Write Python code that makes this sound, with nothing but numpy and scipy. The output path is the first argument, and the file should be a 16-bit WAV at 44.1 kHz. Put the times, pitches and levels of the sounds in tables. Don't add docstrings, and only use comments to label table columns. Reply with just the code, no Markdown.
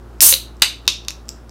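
import sys
import numpy as np
from scipy import signal
from scipy.fft import rfft, irfft, next_fast_len
from scipy.io import wavfile
from scipy.ndimage import map_coordinates

SR = 44100
rng = np.random.default_rng(int(sys.argv[2]) if len(sys.argv) > 2 else 0)


def gain_from_db(level_db):
    decades = np.asarray(level_db, float) / 20
    return 10 ** decades


def unload_wav(signal):
    wavfile.write(
        sys.argv[1],
        SR,
        np.round(np.clip(np.atleast_2d(signal).T, -1, 1) * 32767).astype(np.int16),
    )


N = 66150

# (frequency [Hz], level [dB rms])
HUM_PARTIALS = [(58.2, -41.5), (116.4, -53), (232, -60.5), (355, -58.5)]
# (time [s], level [dB])
MOTOR_LOAD = [(0, 4), (.55, 3.5), (.7, 1), (1.5, 1.5)]
# (frequency [Hz], density [dB per Hz])
AIR_SPECTRUM = [(30, -10.5), (80, 2), (330, -1), (700, -8), (1300, -10.5), (2200, -22.5), (5000, -28),
                (16000, -37.5)]
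# (time [s], level [dB], push length [s], focus [Hz], fall from focus [dB/octave])
TAB_TICKS = [
    (.184, -48, 0.00033, 6100, 5.4),
    (.190, -51, 0.00085, 5740, 7.6),
    (.2056, 7.5, 0.0011, 6400, 4.3),
    (.568, -40, .0004, 9000, 2.5),
    (1.2556, -47, 0.0002975, 9000, 4.3),
    (1.274, -47.5, .0003, 8400, 2.5),
    (1.284, -29.5, 0.0003, 7000, 1.8),
    (1.2905, -10.5, 0.00054, 6500, 1),
    (1.494, -31, 0.00071, 6000, 2.5),
]
# (frequency [Hz], level [dB], t60 [s])
TAB_MODES = [(1700, -16, .003), (2600, -9, .004), (3700, -11, .003), (4950, -3, .005), (5500, -1, .005),
             (6100, -3, .004), (6700, -6, .004), (7550, -4, .005), (8450, -10, .003), (11000, -14, .002),
             (14300, -13, .003)]
# (time [s], level [dB])
GAS_FLOW = [
    (.2055, -57.5),
    (.207, -12.5),
    (.213, -10.5),
    (.22, -3),
    (.25, -5.5),
    (.29, -8),
    (.32, -13.5),
    (.345, -18),
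    (.37, -45),
]
# (frequency [Hz], density [dB per Hz])
JET_SPECTRUM = [(180, -54.5), (300, -33), (978, -18.5), (2250, -20), (2740, -13), (3350, -11), (9550, -1.5),
                (13500, -3.5), (16000, -7.5)]
# (frequency [Hz], width [Hz], peak gain [dB])
SLIT_WHISTLES = [(6160, 350, 3.5), (6500, 348, 4.5), (8430, 230, 5.5), (9780, 200, 7), (12600, 540, 1.5),
                 (13500, 500, 7.5)]
# (time [s], level [dB], tear length [s], focus [Hz], fall from focus [dB/octave])
LID_CRACKS = [
    (.3257, 3, .0014, 3400, 4),
    (.3387, 2, .0006, 4000, 9),
    (.598, -39, .001, 5000, 1),
    (.6105, -42, .001, 3000, 2.5),
    (.6191, -13, .0008, 3000, 1.5),
    (.6206, 12, .003, 3600, 1.5),
]
# (frequency [Hz], level [dB], t60 [s])
LID_MODES = [(348, -31, .015), (869, -15, 0.0043), (1580, -29, .006), (2000, -28, 0.0057),
             (2892, -3, 0.0043), (3225, -8, 0.0076), (3725, 0, 0.0037), (4052, -3, .008),
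             (4500, -4.5, 0.0051), (5440, -5, 0.0022), (6056, -5.5, 0.0056), (8645, 0, 0.0017),
             (11900, -7, 0.0021), (13600, -10, 0.00073)]
# (time [s], level [dB], frequency [Hz], t60 [s])
CAN_AIR = (.3259, -25, 530, .14)
# (time [s], level [dB], push length [s], focus [Hz], fall from focus [dB/octave])
FLAP_FOLDS = [
    (.854, -36.5, .0006, 4500, 4.2),
    (.866, -37.5, 0.00077, 4500, 4.4),
    (.8777, 11, 0.0029, 3800, 3.8),
    (1.049, -30, .0006, 4500, 2.7),
    (1.081, -36, 0.00084, 3500, 3.2),
    (1.0834, -7, 0.0011, 6500, 2.6),
    (1.1057, -16, .0005, 7000, 0.98),
]
# (frequency [Hz], level [dB], t60 [s])
FLAP_MODES = [(350, -12, 0.012), (1133, -14, .01), (2655, -5.5, 0.0083), (3713, 0, 0.0072),
              (4050, 0, 0.0039), (4313, -5, 0.009), (5095, -6.5, .005), (5527, -4, 0.0091),
              (6200, 0, 0.0023), (7470, -5, .004), (8830, -7.5, 0.0018), (12100, -8, .002),
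              (14000, -14, 0.0024)]
# (delay [s], level [dB])
WALL_ECHOES = [(.0045, -15), (.0075, -16.5), (.0095, -14.5), (0.013, -14.5), (0.0132, -19), (.018, -24),
               (.024, -20)]
# (frequency [Hz], t60 [s])
ROOM_DECAY = [(300, 0.48), (800, 0.17), (2000, 0.29), (4000, 0.31), (7000, 0.24), (10000, .22),
              (15000, 0.21)]

ROOM_METAL_DB, ROOM_JET_DB, ROOM_RISE_S = -9.5, -9, 0.0024
AIR_DB = -45
SPUTTER_DB = 1.5
MODE_SCATTER_DB = 1.5
LOW_CUT_HZ = 520


def unit(x):
    return x / np.sqrt(np.mean(x ** 2) + 1e-20)


def along(points, hz):
    f, value = np.transpose(points)
    return np.interp(np.log(hz + 1), np.log(f + 1), value)


def curve(rows):
    s, value = np.transpose(rows)
    return np.interp(np.arange(N) / SR, s, value, left=value[0], right=value[-1])


def wobble(rate_hz):
    knots = rng.standard_normal(int(N * rate_hz / SR) + 4)
    return map_coordinates(knots, [np.arange(N) * rate_hz / SR])


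def filtered(x, response):
    size = next_fast_len(N + SR // 2)
    spectrum = rfft(x, size) * response(np.fft.rfftfreq(size, 1 / SR))
    return irfft(spectrum, size)[:N]


def room_tail():
    hz, t, z = signal.stft(rng.standard_normal(SR // 2), SR, nperseg=256)
    decay = gain_from_db(-60 * t / along(ROOM_DECAY, hz)[:, None])
    tail = signal.istft(z * decay, SR, nperseg=256)[1]
    tail_s = np.arange(len(tail)) / SR
    tail = tail * (1 - np.exp(-(tail_s / ROOM_RISE_S) ** 2))
    return tail / np.linalg.norm(tail)


def wall_echoes(walls_db):
    echoes = np.zeros(SR // 20)
    delays = [round(delay_s * SR) for delay_s, _ in WALL_ECHOES]
    levels_db = [db + walls_db for _, db in WALL_ECHOES]
    echoes[delays] = gain_from_db(levels_db + rng.normal(0, 1, len(WALL_ECHOES)))
    echoes = np.convolve(echoes, [.3, .4, .3])
    echoes[0] = 1
    return echoes


def jagged_push(length_s, size):
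    shape = np.exp(-(np.arange(size) / SR / length_s) ** 2)
    push = rng.standard_normal(size) * shape
    for _ in range(4):
        z = rfft(push)
        push = irfft(z / (np.abs(z) + 1e-9), size) * shape
    return push


def struck(events, modes, walls_db):
    out = np.zeros(N + SR)
    t = np.arange(SR // 20) / SR
    hz, mode_db, t60_s = np.transpose(modes)[:, :, None]
    side = (-1.) ** np.arange(len(modes))[:, None]
    thin = signal.butter(2, LOW_CUT_HZ, "high", fs=SR, output="sos")
    for start_s, db, length_s, focus_hz, fall_db in events:
        octaves = np.abs(np.log2(hz / focus_hz))
        start_db = mode_db - fall_db * octaves + MODE_SCATTER_DB * rng.standard_normal(hz.shape)
        partials = side * gain_from_db(start_db - 60 * t / t60_s) * np.sin(2 * np.pi * hz * t)
        ring = signal.sosfilt(thin, np.sum(partials, axis=0))
        blow = np.convolve(jagged_push(length_s, size=440), ring)
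        blow = gain_from_db(db) * blow / np.abs(blow).max()
        near = signal.fftconvolve(blow, wall_echoes(walls_db))
        sent = ring / np.linalg.norm(ring) * np.linalg.norm(blow)
        far = signal.fftconvolve(sent, gain_from_db(ROOM_METAL_DB) * room_tail())
        start = round(start_s * SR)
        out[start:][:len(near)] += near
        out[start:][:len(far)] += far
    return out[:N]


def background():
    t = np.arange(N) / SR
    hum = np.zeros(N)
    for hz, db in HUM_PARTIALS:
        level = np.sqrt(2) * gain_from_db(db + 0.59 * wobble(2.7))
        phase = rng.uniform(0, 4.5) + .15 * wobble(2.2)
        hum += level * np.sin(2 * np.pi * hz * t + phase)
    air = unit(filtered(rng.standard_normal(N), lambda f: gain_from_db(along(AIR_SPECTRUM, f))))
    return gain_from_db(curve(MOTOR_LOAD)) * hum + gain_from_db(AIR_DB + .8 * wobble(15)) * air


def tab_ticks():
    return struck(TAB_TICKS, TAB_MODES, walls_db=-6)


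def jet_response(f):
    whistle = 1
    for centre_hz, width_hz, db in SLIT_WHISTLES:
        whistle = whistle + (gain_from_db(db) - 1) / (1 + ((f - centre_hz) / width_hz * 2) ** 2)
    return gain_from_db(along(JET_SPECTRUM, f)) * whistle


def gas_jet():
    t = np.arange(N) / SR
    jet = unit(filtered(rng.standard_normal(N), jet_response))
    shut = (t < GAS_FLOW[0][0]) | (t > GAS_FLOW[-1][0])
    flow_db = curve(GAS_FLOW) - 60 * shut
    direct = jet * gain_from_db(flow_db + SPUTTER_DB * wobble(250) + 0.4 * wobble(40))
    return direct + gain_from_db(ROOM_JET_DB) * signal.fftconvolve(direct, room_tail())[:N]


def lid_cracks():
    return struck(LID_CRACKS, LID_MODES, walls_db=-2.5)


def can_air():
    start_s, db, hz, t60_s = CAN_AIR
    t = np.maximum(np.arange(N) / SR - start_s, 0)
    return gain_from_db(db - 60 * t / t60_s) * np.sin(2 * np.pi * hz * t)


def flap_folds():
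    return struck(FLAP_FOLDS, FLAP_MODES, walls_db=-2.5)


def scene():
    metal = lid_cracks() + flap_folds() + tab_ticks()
    return (background() + gas_jet() + metal + can_air())[None]


def low_pass(x):
    return signal.sosfilt(signal.butter(12, 16220, fs=SR, output="sos"), x)


def record(dry):
    knee, top_hz = 21, 15950
    x = dry[0]
    x = x / (1 + np.abs(x) ** knee) ** (1 / knee)
    mix = filtered(x, lambda f: 1 / (1 + (f / top_hz) ** 120))[None]
    return low_pass(mix)


dry = scene()
out = record(dry)
unload_wav(out)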